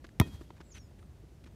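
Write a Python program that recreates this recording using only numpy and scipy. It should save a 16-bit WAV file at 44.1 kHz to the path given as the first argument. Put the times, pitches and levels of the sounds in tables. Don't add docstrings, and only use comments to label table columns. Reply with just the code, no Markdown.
import sys
import numpy as np
from scipy import signal
from scipy.fft import rfft, irfft
from scipy.io import wavfile
from scipy.ndimage import uniform_filter1d

SR = 44100
rng = np.random.default_rng(int(sys.argv[2]) if len(sys.argv) > 2 else 0)


def int16_out(signal):
    q = np.round(np.clip(np.atleast_2d(signal).T, -1, 1) * 32767)
    wavfile.write(sys.argv[1], SR, q.astype(np.int16))


def invert_db(x):
    u = np.asarray(x, float) / 20
    return 10 ** u


N = 68355

# (time [s], level [dB], time to fade by 60 dB [s])
SLAPS = [
    (0.1996, -19.5, 0.0088),
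    (0.1995, -19, 0.014),
    (0.2026, -41, 0.013),
    (0.205, -48, 0.084),
    (0.213, -41, 0.028),
]
HIT_S = SLAPS[0][0]


def evened(x):
    return x / np.sqrt(np.mean(x ** 2) + 1e-20)


def add(mix, s, sound):
    part = mix[round(s * SR):][:len(sound)]
    part += sound[:len(part)]


def read(points, hz):
    f, value = np.transpose(points)
    return np.interp(np.log(hz + 1), np.log(f + 1), value)


def coloured(points, size):
    gain = invert_db(read(points, np.fft.rfftfreq(size, 1 / SR)))
    return evened(irfft(rfft(rng.standard_normal(size)) * gain, size))


def band_noise(x, order, low_hz, high_hz):
    return evened(signal.lfilter(*signal.butter(order, [low_hz, high_hz], "band", fs=SR), x))


def smoothed_twice(x, first, second, axes=(0, 0)):
    x = uniform_filter1d(x, size=first, axis=axes[0])
    return uniform_filter1d(x, size=second, axis=axes[1])


def ring(modes, t):
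    return sum(invert_db(db - 60 * t / t60) * np.sin(2 * np.pi * hz * t) for hz, db, t60 in modes)


def airtone():
    # (frequency [Hz], level per Hz [dB])
    air_colour = [(22, -53), (45, -3.5), (62, 0), (245, -15.5), (617, -26), (1090, -35), (6500, -44.5),
                  (16500, -53)]
    level_db, patch_db = -53, 0.8
    z = signal.stft(coloured(air_colour, size=N + 1025), nperseg=1024, noverlap=768)[2]
    patches = rng.standard_normal(z.shape[::-1]).T
    patches = evened(smoothed_twice(patches, 10, 12, axes=(0, 1)))
    bed = signal.istft(z * invert_db(patch_db * patches), nperseg=1024, noverlap=768)[1][:N]
    return invert_db(level_db) * evened(bed)


def shoes():
    # (time [s], grit level [dB], length [s], grit colour [Hz], heel level [dB])
    footsteps = [(0.041, -50.5, 0.01, 1460, -42), (0.066, -61, 0.0033, 3180, -66),
                 (0.0898, -58, 0.00203, 1680, -68), (0.4087, -56.5, 0.0081, 1250, -38.5),
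                 (0.5033, -52, 0.00388, 965, -44.5), (0.559, -66, 0.023, 1780, -76),
                 (0.6, -55.5, 0.016, 1580, -44), (0.702, -68.5, 0.0049, 2010, -54),
                 (0.737, -56, 0.047, 2600, -54), (0.906, -66.5, 0.013, 860, -69),
                 (0.983, -67, 0.0173, 2360, -53.5), (1.026, -59.5, 0.004, 1250, -58),
                 (1.235, -76, .008, 1450, -47.5), (1.314, -81, 0.0138, 706, -51),
                 (1.439, -59, 0.0052, 2750, -72), (1.454, -62, 0.024, 1780, -47.5)]
    grit_per_s, grit_spread_db, grit_top_db = 12000, 1.8, -7
    grit_reach = 3.68
    heel_hz, heel_t60_s = 336.7, 0.041
    knock_db, knock_db_per_s, knock_t60_s = 11.5, -400, 0.02
    knock_hz, knock_db_per_octave = 1000, -14
    out, t = np.zeros(N), np.arange(4096) / SR
    for s, grit_db, length, hz, heel_db in footsteps:
        draw, sign = rng.random(4096), rng.standard_normal(4096)
        size = rng.exponential(size=4096)
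        grains = (draw < grit_per_s / SR) * sign * invert_db(grit_spread_db * np.minimum(size, 4))
        body = band_noise(grains, 2, 0.46 * hz, 1.382 * hz)
        top = band_noise(grains, 3, 450, min(grit_reach * hz, SR / 3))
        grit = body + invert_db(grit_top_db) * top
        press = np.minimum(t / (0.43 * length), 1)
        press = press * invert_db(-3 * t / length - 60 * np.maximum(t - length, 0) / 0.027)
        sole_db = grit_db + knock_db + knock_db_per_s * length
        sole_db += knock_db_per_octave * np.log2(hz / knock_hz)
        modes = [(heel_hz, heel_db, heel_t60_s), (hz, sole_db, knock_t60_s)]
        knocks = ring(modes, np.maximum(t - 0.35 * length, 0))
        add(out, s, invert_db(grit_db) * press * grit + knocks)
    return out


def slap(out):
    # (frequency [Hz], level per Hz [dB])
    skin_colour = [(450, -8), (750, -4), (2600, -7.5), (3700, -9.5), (6300, -12.5), (8100, -20.5),
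                   (15300, -15), (16400, -54)]
    t = np.arange(4096) / SR
    for s, db, t60 in SLAPS:
        add(out, s, coloured(skin_colour, size=4096) * invert_db(db - 60 * t / t60))


def squash(out, t):
    start_s, rise_s, level_db = 0.2008, 0.0009, -11
    top_hz, end_hz, sag_s = 335, 77, 0.003
    ease_db, hold_s, t60_s = -5, 0.0038, 0.064
    hz = end_hz + (top_hz - end_hz) * np.exp(-t / sag_s)
    fade_db = ease_db * np.minimum(t / hold_s, 1) - 60 * np.maximum(t - hold_s, 0) / t60_s
    rise = np.minimum(t / rise_s, 1)
    add(out, start_s, rise * invert_db(level_db + fade_db) * np.sin(2 * np.pi * np.cumsum(hz) / SR))


def release(out, t):
    # (frequency
    # [Hz], level [dB], time to fade by 60 dB [s])
    cover = [(977, -26, 0.026), (630, -26.5, 0.038), (1250, -28.5, 0.017), (414, -15, 0.018),
             (1853, -43.5, 0.14), (2510, -47, 0.2), (4300, -63, 0.15)]
    # (frequency [Hz], level [dB], time to fade
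    # by 60 dB [s])
    after_ring = [(1250, -37.5, 0.069), (700, -50, 0.015), (3720, -41, 0.09), (70, -44, 0.34)]
    # (frequency [Hz], level [dB], time to fade by 60 dB [s])
    beating_pair = [(3259, -54, .48), (3265.5, -54.5, .48)]
    release_s, air_rise_s = 0.2129, 0.008
    add(out, release_s, -np.minimum(t / 0.00041, 1) * ring(cover, t))
    add(out, HIT_S, np.minimum(t / air_rise_s, 1) * ring(after_ring + beating_pair, t))


def ball():
    ground_s, ground_share, ground_dull_hz = 0.00084, 0.85, 1300
    out, t = np.zeros(N), np.arange(SR // 2) / SR
    slap(out)
    squash(out, t)
    release(out, t)
    dulled = signal.lfilter(*signal.butter(1, ground_dull_hz, fs=SR), out)
    return out + ground_share * np.roll(dulled, round(ground_s * SR))


def echoes():
    # (delay [s], spread [s], level [dB])
    trees = [
        (.02, 0.0061, -55),
        (0.077, 0.0077, -50.5),
        (0.148, 0.015, -50),
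        (0.222, 0.017, -56),
    ]
    # (frequency [Hz], level per Hz [dB])
    tree_colour = [(35, -16), (60, 2.5), (318, -24.5), (497, -40), (559, -29.5), (2700, -39), (3340, -35.5),
                   (13700, -47.5), (16500, -57)]
    yard_db, yard_t60_s = -44, 1
    boom_db, boom_hz, boom_t60_s = -34.5, 149, 0.33
    out, t = np.zeros(N), np.arange(SR) / SR
    swells = sum(invert_db(db) * np.exp(-.5 * ((t - delay) / spread) ** 2) for delay, spread, db in trees)
    wash = invert_db(yard_db - 60 * t / yard_t60_s)
    tail = coloured(tree_colour, size=SR) * (swells + wash)
    boom = band_noise(rng.standard_normal(SR), 2, 0.88 * boom_hz, 2 * boom_hz)
    boom = boom * invert_db(boom_db - 60 * t / boom_t60_s)
    start = np.minimum(t / 0.036, 1)
    add(out, HIT_S, start * (tail + boom))
    return out


def birds():
    # (time [s], pitch [Hz], level [dB])
    falling = [
        (.635, 7740, -77),
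        (.656, 7690, -79),
        (.694, 7603, -70.5),
        (.724, 6581, -63),
        (.737, 6320, -69),
        (.75, 6181, -58.5),
        (.765, 6000, -69),
        (.814, 5522, -66),
        (.872, 4957, -83),
    ]
    # (time [s], pitch [Hz], level [dB])
    dropping = [
        (0.72, 6550, -59),
        (0.728, 5796, -63),
        (0.736, 4830, -70),
        (0.742, 4500, -81),
        (0.75, 4452, -86),
    ]
    # (time [s], pitch [Hz], level [dB])
    high = [
        (.718, 7250, -82),
        (.73, 7180, -75),
        (.755, 7050, -76),
        (.785, 6550, -80),
    ]
    # (time [s], pitch [Hz], level [dB])
    rising = [
        (0.78, 5960, -71),
        (0.812, 6703, -73),
        (0.84, 6850, -79),
        (0.862, 6770, -81),
        (0.88, 6750, -77),
    ]
    # (time [s], pitch [Hz], level [dB])
    side = [
        (.706, 5830, -82),
        (.714, 5370, -80),
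        (.726, 4300, -71),
    ]
    # (time [s], pitch [Hz], level [dB])
    far = [
        (.985, 9800, -102),
        (1.004, 10050, -85),
        (1.016, 8960, -82),
        (1.037, 8800, -78),
        (1.05, 8750, -82),
        (1.066, 8100, -82),
        (1.08, 7360, -92),
    ]
    flutter_db = 2.2
    out = np.zeros(N)
    for call in (falling, dropping, high, rising, side, far):
        s, hz, db = np.transpose(call)
        flutter = evened(smoothed_twice(rng.standard_normal(N), 200, 200))
        t = np.arange(s[0], s[-1], 1 / SR)
        edge = np.minimum(np.minimum(t - s[0], s[-1] - t) / 0.0022, 1)
        pitch = uniform_filter1d(np.interp(t, s, hz), size=300, mode="nearest")
        level = np.sqrt(2) * invert_db(np.interp(t, s, db) + flutter_db * flutter[:len(t)])
        add(out, s[0], edge * level * np.sin(2 * np.pi * np.cumsum(pitch) / SR))
    return out


def scene():
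    edge_hz = 15900
    quiet = airtone() + shoes() + echoes() + birds()
    dulling = signal.cheby2(12, 50, 1.02 * edge_hz, fs=SR, output="sos")
    return (ball() + signal.sosfilt(dulling, quiet))[None]


def roll_off(x):
    return signal.sosfilt(signal.butter(12, 16830, fs=SR, output="sos"), x)


def record(dry):
    mix = signal.lfilter(*signal.butter(2, 32, "high", fs=SR), dry)
    return roll_off(mix)


dry = scene()
out = record(dry)
int16_out(out)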